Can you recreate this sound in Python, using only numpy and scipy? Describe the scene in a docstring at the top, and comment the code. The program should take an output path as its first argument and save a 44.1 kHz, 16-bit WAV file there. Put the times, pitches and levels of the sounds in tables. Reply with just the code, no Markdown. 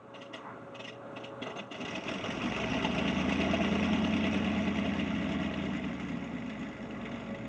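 """On an airfield, over the drone and hum of a steady machine, a seven-cylinder radial engine is cranked.
It coughs single puffs that ring in the exhaust stacks, and a soft rush passes between them.
At 1.7 s it catches: the firings build a low tone, thump in the pipes and spit hiss from the stacks.
It revs up until about 4 s, then settles back with stumbles and stray putts.
Throughout, surfaces close to the microphone cut narrow notches into everything."""
import sys
import numpy as np
from scipy import signal
from scipy.fft import rfft, irfft, next_fast_len
from scipy.io import wavfile
from scipy.ndimage import uniform_filter1d, map_coordinates

SR = 44100
rng = np.random.default_rng(int(sys.argv[2]) if len(sys.argv) > 2 else 0)


def pcm_store(signal):
    """Save signal as 16-bit PCM."""
    levels = np.round(np.clip(np.atleast_2d(signal), -1, 1) * 32767)
    wavfile.write(sys.argv[1], SR, levels.astype(np.int16).T)


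N = 329868
TIME = np.arange(N) / SR

# each cylinder's firing (place in the engine cycle [0-1], thump [dB], spit [dB])
CYLINDER_FIRINGS = [(0.018, -5.5, -2.5), (0.153, 3.5, -6), (0.291, -7, -2), (0.398, 5, -8), (.56, -5, -5.5),
                    (.72, 8.5, -3), (0.9, -1.5, -7)]
# midrange bark of the stacks (frequency [Hz], level [dB])
BARK_COLOUR = [(250, -48.5), (340, -2), (440, -4), (520, -9.5), (655, -1), (740, -6.5), (850, -7),
               (1120, -9), (1700, -19), (2000, -51.5)]


def engine():
    """The running engine: cylinders fire in turn, and the throttle drives every exhaust layer."""
    # revs (time [s], firing rate [1/s])
    revs = [(1.7, 32.2), (2.1, 40.5), (2.3, 43), (2.7, 53.8), (2.9, 57.7), (3.3, 63.3), (3.7, 66.7),
            (4.2, 68.6), (4.5, 67.9), (5.1, 65.1), (5.5, 63.4), (5.7, 62), (6.3, 55.7), (6.9, 48.6),
            (7.47, 47.2)]
    # throttle as loudness against full power (time [s], level [dB])
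    throttle = [(1.8, -7), (2.1, -3.5), (2.7, 0.5), (3.0, -0.85), (3.5, 0.6), (4.2, -1.6), (4.8, -4.5),
                (5.4, -5.5), (5.7, -6.5), (6.2, -13), (6.9, -12.5), (7.2, -11), (7.48, -14)]
    # how far the engine has settled (time [s], share [0-1])
    settling = [(4.2, 0.043), (5.2, 0.36), (6.2, 0.82), (7.48, 1)]
    # tone, thump, bark, hiss, fizz (full-power level [dB], throttle follow [dB/dB], settled gain [dB])
    layers = [(-30, 0.8, 3.6), (-32.5, 0.28, -1), (-36.5, 1.01, 0.4), (-40, 0.91, 0.5), (-55.5, 0.59, -1.5)]
    catch_s = revs[0][0]
    since_catch = TIME - catch_s
    running = since_catch > 0
    settled = curve(settling)
    tone_db, thump_db, bark_db, hiss_db, fizz_db = (
        db + follow * curve(throttle) + settled_db * settled for db, follow, settled_db in layers)
    fizz_db -= 1.58 * np.minimum(since_catch, 3.8)  # the fizz dulls for 3.8 s as the engine warms

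    cycle_hz = curve(revs) / len(CYLINDER_FIRINGS)
    cycle = np.cumsum(cycle_hz * running) / SR
    pushes, spits = firings(cycle, running)
    build_up = np.clip(since_catch / 0.78, 0, 1) ** 2
    tone = amp(tone_db) * build_up * exhaust_tone(cycle, cycle_hz)
    thump = amp(thump_db) * pipe_thump(cycle, cycle_hz, pushes)
    gas = stack_gas(spits, settled, bark_db, hiss_db, fizz_db)
    thump_duck, gas_duck = flow_dips(cycle, settled)
    fade_in = np.clip(since_catch / 0.12, 0, 1)
    return fade_in * (tone + thump * thump_duck + gas * gas_duck)


def firings(cycle, running):
    """Pipe impulses and a spit envelope; uneven mixture varies strength and nudges the impulses."""
    place, push_db, spit_db = np.transpose(CYLINDER_FIRINGS)
    turns = np.arange(int(cycle[-1]) + 1)[:, None]
    when = np.interp((turns + place).ravel(), cycle[running], TIME[running])
    jitter, push_scatter, spit_scatter = rng.standard_normal((len(when), 3)).T
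    pushes = impulses(when + .0012 * jitter, np.tile(push_db, len(turns)) + 3 * push_scatter)
    spits = impulses(when, np.tile(spit_db, len(turns)) + 1.5 * spit_scatter)
    return pushes, unit(gas_bursts(spits, rise_s=0.0004, t60_s=0.069, echo_t60_s=0.28))


def engine_order(order, cycle, waver_db, spread):
    """One wavering harmonic of the cycle; spread phases keep the harmonics from meeting in a lump."""
    phase = 2 * np.pi * order * cycle + spread * np.pi * order ** 2 / len(CYLINDER_FIRINGS)
    return amp(waver_db * wobble(3.25)) * np.sin(phase + 0.58 * wobble(1.5))


def exhaust_tone(cycle, cycle_hz):
    """The low note of the exhaust; short stacks radiate little deep bass."""
    # low harmonics (order [per cycle], level [dB])
    harmonics = [(7, -3), (8, -16.5), (9, -2), (10, -16), (11, -22), (14, -22), (16, -16)]
    radiated = lambda hz: hz ** 2 / (hz ** 2 + 90 ** 2)
    return np.sqrt(2) * sum(
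        amp(db) * radiated(order * cycle_hz) * engine_order(order, cycle, waver_db=0.9, spread=3)
        for order, db in harmonics)


def pipe_thump(cycle, cycle_hz, pushes):
    """The repeating part of the cycle sings in the pipes while each firing knocks them, over a rumble."""
    # harmonics that excite the pipes (order [per cycle], level [dB])
    harmonics = [(18, 3.5), (19, 11.5), (20, 10.5), (21, 9.5), (22, 8.5), (23, 5.5), (24, -4), (25, -2),
                 (26, -6.5), (28, 1), (29, -6), (30, -5), (31, -4.5), (33, -8.5), (34, -2)]
    # low rumble (frequency [Hz], level [dB])
    rumble_colour = [(20, -19), (45, -7.5), (90, -3), (140, -2), (320, -5), (400, -35)]
    song = sum(
        amp(db) * np.abs(pipe(order * cycle_hz)) * engine_order(order, cycle, waver_db=1.6, spread=5)
        for order, db in harmonics)
    knocks = filtered(pushes, pipe)
    return .95 * unit(song) + .28 * unit(knocks) + amp(-10.5) * rush(rumble_colour, patchy_db=-1.5)


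def pipe(f):
    """Response of the exhaust resonances, passed twice."""
    # pipe resonances (frequency [Hz], width [Hz], level [dB])
    modes = [(206, 96, -4), (291.7, 96, -1.5)]
    return sum((-1) ** k * amp(db) * 1j * f * width / (hz * hz - f * f + 1j * f * width)
               for k, (hz, width, db) in enumerate(modes)) ** 2


def stack_gas(spits, settled, bark_db, hiss_db, fizz_db):
    """Gas leaves the stacks in spits of noise whose colour shifts as the engine settles."""
    # hiss and fizz, early and settled, and the crackle on top (frequency [Hz], level [dB])
    early_hiss, late_hiss = [(1500, -20), (1900, -4.5), (2250, -7.5), (2750, -2), (3300, -8.5), (3700, -18),
                             (4300, -30), (5000, -40.5)], [(1300, -25), (1650, -6), (1980, 1.96), (2300, -4), (2750, -7),
                                           (3300, -9), (3750, -17), (4200, -30), (5000, -50)]
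    early_fizz, late_fizz = [(3800, -24.5), (4500, -3), (5700, 5.5), (6600, -2), (7400, -14), (8000, -11),
                             (9500, -42.5), (11000, -49)], [(3800, -26), (4500, -2.5), (5400, 0), (6000, -4.5), (6800, 2.5),
                                           (7500, -8.5), (9500, -42.5), (11000, -48.5)]
    crackle_colour = [(7000, -13.5), (8000, 2), (9500, -7), (11000, -23)]

    def crossfade(early, late, patchy_db):
        return np.sqrt(1 - settled) * rush(early, patchy_db) + np.sqrt(settled) * rush(late, patchy_db)

    bark = amp(bark_db) * rush(BARK_COLOUR, patchy_db=2.5)
    hiss = amp(hiss_db) * crossfade(early_hiss, late_hiss, patchy_db=2.6)
    fizz = amp(fizz_db) * crossfade(early_fizz, late_fizz, patchy_db=2.94)
    crackle = amp(fizz_db - 22.5) * rush(crackle_colour, patchy_db=3.5)
    return (0.48 + .35 * spits) * bark + spits * (hiss + fizz) + spits ** 2 * crackle


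def gas_bursts(train, rise_s, t60_s, echo_t60_s):
    """Envelope of quick gas bursts: their powers add, and the field answers each with a longer echo."""
    t = np.arange(SR // 2) / SR
    attack = 1 - np.exp(-t / rise_s)
    burst = attack ** 2 * amp(-120 * t / t60_s)
    echo = attack * amp(-120 * t / echo_t60_s)
    power = signal.fftconvolve(train ** 2, burst / burst.max() + echo)[:N]
    return np.sqrt(np.abs(power))


def flow_dips(cycle, settled):
    """Gains for thump and gas: the flow lulls in every cycle and drops when a firing misses."""
    # lulls (place [0-1], half width [cycles], cold depth [dB], settled depth [dB], gas share [0-1])
    lulls = [(.43, 0.015, -0.5, 2.5, .2), (0.779, 0.028, 5, 2.5, 0.73)]
    # missed firings (time [s], half length [s], depth [dB])
    stumbles = [(1.78, 0.017, 5), (2.018, 0.013, 9), (5.532, 0.021, 5), (5.809, 0.0083, 8.5),
                (5.974, 0.012, 11), (6.285, 0.012, 3), (6.764, 0.032, 4.5), (6.888, 0.0086, 11)]
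    thump_dip_db = sum(db * bell(TIME - s, half) for s, half, db in stumbles)
    gas_dip_db = .45 * thump_dip_db
    for place, half, cold_db, settled_db, gas_share in lulls:
        offset = (cycle - place + .5) % 1 - .5
        lull_db = bell(offset, half) * (cold_db + (settled_db - cold_db) * settled)
        thump_dip_db += lull_db
        gas_dip_db += gas_share * lull_db
    return amp(-thump_dip_db), amp(-gas_dip_db)


def puffs():
    """A puff of gas swells and sinks, rings briefly in its stack and leaves an echo."""
    # puffs, alone at first, then over the engine (time [s], level [dB], ring [Hz], bark over hiss [dB])
    coughs = [(0.1481, -53.5, 2860, -11), (0.186, -70, 2900, -8), (0.2175, -53, 3150, -9),
              (0.258, -66.5, 2900, -6), (0.3411, -46.5, 1930, -2), (0.373, -62, 2920, -2),
              (0.7511, -52.5, 2550, -1), (0.7995, -49, 2580, -1), (0.8465, -50.5, 2610, -13),
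              (0.8814, -48.5, 1920, -7), (0.925, -70, 2800, -8), (1.1672, -50, 2610, -.5),
              (1.205, -63, 2760, -5), (1.2417, -48, 2595, -8), (1.275, -70, 2800, -8),
              (1.4243, -44, 3330, -3), (1.4675, -52, 2010, 9), (1.5005, -54, 1900, 3),
              (1.5637, -52, 2780, 4), (1.5908, -48.5, 3470, 4.5), (1.717, -47.5, 2840, -5),
              (1.7475, -51, 2960, 3), (1.8093, -46.5, 2810, -6), (1.8557, -49.5, 2820, 1.5),
              (1.8827, -48, 2600, -3), (1.952, -44, 2560, -4), (2.084, -43, 2520, -1.5),
              (2.242, -48.5, 2820, 6.5), (2.8464, -39.5, 2850, 0), (2.9836, -39.5, 2480, -6),
              (3.079, -39.5, 2390, -8), (3.3217, -39, 2690, -4), (3.4111, -39, 2600, -8),
              (3.5365, -41.5, 2570, -2), (3.751, -49, 2800, 10), (4.0447, -40.5, 2810, -15),
              (4.2522, -42.5, 2160, -9), (4.4603, -50, 2840, -9), (4.6743, -46, 2600, 2),
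              (4.8545, -48.5, 2510, 6.5), (4.9914, -44, 2100, -15), (5.3157, -45.5, 2270, -16),
              (5.5368, -43.5, 1840, -5), (5.8393, -49, 2440, 0), (6.3834, -55, 2040, -10),
              (6.4953, -52, 1850, -5), (6.6274, -53, 2660, -9), (6.9062, -58, 2170, -11),
              (7.0519, -51, 1980, -17), (7.1147, -51, 2210, -2), (7.3457, -53, 1960, -17)]
    # hiss and fizz of a puff (frequency [Hz], level [dB])
    hiss_colour, fizz_colour = [(1500, -37), (1950, 0.5), (2300, -9.5), (2750, 4), (3400, -4), (3900, -14),
                                (4400, -21), (5200, -43)], [(4200, -24.5), (5000, -2.5), (6300, -0.5), (7000, -10),
                                                   (8000, -13.5), (9500, -27.5), (11000, -48.5)]
    hiss = rush(hiss_colour, patchy_db=2.5)
    fizz = rush(fizz_colour, patchy_db=4.5)
    bark = rush(BARK_COLOUR, patchy_db=-0.5)
    thump = unit(filtered(rng.standard_normal(N), pipe))
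    lead, tail = SR // 20, SR // 3
    out, t = np.zeros(N), np.arange(-lead, tail) / SR
    for s, db, ring_hz, bark_db in coughs:
        bark_hz = 657 * np.exp(.03 * rng.standard_normal())
        fizz_db = -18 - 1.4 * s + 2 * rng.standard_normal()  # cold puffs are brighter
        thump_db = -8.5 + 2 * rng.standard_normal()
        width_s = .012 * .5 ** (s / 4.2)  # ever shorter as the engine warms
        at = slice(round(s * SR) - lead, min(N, round(s * SR) + tail))
        age = t[:at.stop - at.start] - .003
        envelope = bell(age, np.where(age < 0, 0.6 * width_s, width_s))
        drift = np.cumsum(rng.standard_normal((2, len(t))), axis=1)  # turbulence blurs the rings
        drift = uniform_filter1d(drift, size=60, axis=1)[:, :len(age)]
        ring = 1.2 * np.sin(2 * np.pi * ring_hz * age + 0.041 * drift[0])
        ring += 1.07 * amp(bark_db) * np.sin(2 * np.pi * bark_hz * age + 0.023 * drift[1])
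        gas = hiss[at] + amp(fizz_db) * fizz[at] + amp(bark_db) * bark[at] + amp(thump_db) * thump[at]
        echo_envelope = amp(-6 - 60 * age / .28) * np.clip(age / width_s + 1, 0, 1)
        echo = echo_envelope * (gas + amp(fizz_db - 4) * fizz[at])  # the echo keeps more fizz
        out[at] += amp(db) * (envelope * (ring + gas) + echo)
    return out


def putts():
    """A putt rings a pipe for a set number of cycles, roughened by low noise."""
    # stray putts and barks (time [s], level [dB], pitch [Hz])
    hits = [(1.417, -35.5, 259), (1.589, -38, 204), (1.706, -41, 275), (1.801, -31, 252), (2.101, -34, 302),
            (2.433, -23, 246), (2.846, -20.5, 867), (3.534, -18.5, 661), (3.603, -21.5, 650),
            (6.021, -32, 197), (6.119, -33.5, 237), (6.309, -31.5, 245), (6.439, -29, 238),
            (6.622, -31.5, 263), (6.682, -38, 251), (6.817, -37.5, 247), (6.897, -33.5, 213.5),
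            (7.132, -39, 262), (7.284, -34.5, 195), (7.435, -33.5, 266)]
    rise_cycles, t60_cycles = 1.4, 42
    out, t = np.zeros(N), np.arange(SR // 4) / SR
    grit = 0.42 * unit(filtered(rng.standard_normal(N), pipe))
    for s, db, hz in hits:
        at = slice(round(s * SR), min(N, round(s * SR) + len(t)))
        cycles = hz * t[:at.stop - at.start]
        envelope = (1 - np.exp(-cycles / rise_cycles)) * amp(db - 60 * cycles / t60_cycles)
        out[at] += envelope * (np.sin(2 * np.pi * cycles) + grit[at])
    return out


def soft_rush():
    """A brief breath of midrange noise between the first puffs."""
    # its swell (time [s], half length [s], level [dB])
    swells = [(0.475, 0.053, -44.5)]
    # its colour (frequency [Hz], level [dB])
    colour = [(600, -16), (1000, 4), (1500, -12), (2100, -16), (2800, -29)]
    return sum(amp(db) * bell(TIME - s, half) for s, half, db in swells) * rush(colour, patchy_db=-2.5)


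def machine():
    """A nearby machine lays down a steady drone with slightly wavering hum tones."""
    # hum tones (frequency [Hz], level [dB], waver [dB])
    hum_tones = [(118.4, -56, 1.5), (432.6, -58, 3), (557.3, -52, 3)]
    # drone colour (frequency [Hz], level [dB])
    drone_colour = [(25, -26), (60, -17), (92, -15.5), (115, -11), (180, -11), (270, -8.5), (430, -12.5),
                    (690, -13.5), (1140, -14), (1500, -22), (2100, -31.5), (3000, -34), (4900, -54.5),
                    (6500, -49.5), (8500, -55.5), (11000, -71)]
    # level rides of hum and drone (time [s], level [dB])
    hum_ride, drone_ride = [(0, -2), (.8, 0.5), (1.4, 2.5), (2.2, -2), (4.8, 1), (5.5, -2), (6.9, -2),
                            (7.3, 1.5), (7.48, 4)], [(0, -50), (.5, -47.5), (1.3, -47), (7.48, -49.5)]
    hum = np.zeros(N)
    for hz, db, waver_db in hum_tones:
        level = amp(db + waver_db * wobble(9.8) + curve(hum_ride))
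        hum += level * np.sin(2 * np.pi * hz * TIME + 0.3 * waver_db * wobble(6))
    drone = amp(curve(drone_ride) + 1.4 * wobble(7.0)) * rush(drone_colour, patchy_db=1.5)
    return hum + drone


def amp(db):
    return 10 ** (np.asarray(db) / 20)


def unit(x):
    """x scaled to rms 1 over the last two thirds of the scene."""
    return x / np.sqrt(np.mean(x[N // 3:] ** 2) + 1e-20)


def bell(offset, half_width):
    return np.exp(-.5 * (offset / half_width) ** 2)


def curve(rows):
    """Straight lines through (time, value) points, one value a sample."""
    return np.interp(TIME, *np.transpose(rows))


def wobble(rate):
    """A smooth random curve, rate knots a second."""
    return map_coordinates(rng.standard_normal(int(N * rate / SR) + 4), [TIME * rate])


def filtered(x, response):
    """x through a complex frequency response."""
    size = next_fast_len(N + SR // 2)
    return irfft(rfft(x, size) * response(np.fft.rfftfreq(size, 1 / SR)), size)[:N]


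def rush(colour, patchy_db):
    """Coloured noise of rms 1 with patches of random gain in time and frequency."""
    bins = signal.stft(rng.standard_normal(N), nperseg=256)[2]
    patches = uniform_filter1d(rng.standard_normal(bins.shape), size=3, axis=0)
    patches = uniform_filter1d(patches, size=5, axis=1)
    noise = signal.istft(bins * amp(patchy_db * patches / patches.std()), nperseg=256)[1][:N]
    hz, db = np.transpose(colour)
    response = lambda f: amp(np.interp(np.log(f + 1), np.log(hz), db, left=-120, right=-120))
    return unit(filtered(noise, response))


def impulses(seconds, db):
    """A train of one-sample clicks."""
    at = np.clip(np.round(seconds * SR).astype(int), 0, N - 1)
    return np.bincount(at, amp(db), N)


def scene():
    """The engine, its puffs and putts, the soft rush and the machine, mixed in mono."""
    return (engine() + puffs() + putts() + soft_rush() + machine())[None]


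def record(dry):
    """Notches and small peaks from close surfaces, a steep bass cut and a band limit."""
    # notches from close surfaces (frequency [Hz], width [Hz], depth [dB])
    notches = [(347, 8, 15.5), (472, 10, 9), (588, 29, 6), (783, 41, 9), (987, 123, 7), (1174, 34.5, 8),
               (1675, 26, 5), (1810, 59, 15), (2375, 54, 8), (3136, 215, 10)]
    # small resonances near the microphone (frequency [Hz], width [Hz], gain [dB])
    resonances = [(643, 17, 3), (816, 8.8, 4), (1151, 22, 5.5), (1229, 6.8, -2), (1397, 11, 8.5),
                  (1680, 42, 3.5), (1980, 18, 3), (2670, 15, -7.5), (3250, 27, 7), (3550, 13, 2.5),
                  (3574, 8.3, 5.5), (3620, 6, 6)]
    bass_hz, top_hz, gain_db = 68, 11100, 2.0
    bumps = lambda f, rows: sum(db / (1 + (2 * (f - hz) / width) ** 2) for hz, width, db in rows)
    surfaces = lambda f: amp(gain_db + bumps(f, resonances) - bumps(f, notches))
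    bass_cut = lambda f: (1j * f / (bass_hz + 1j * f)) ** 4
    return filtered(dry[0], lambda f: surfaces(f) * bass_cut(f) * (f < top_hz))[None]


dry = scene()
out = record(dry)
pcm_store(out)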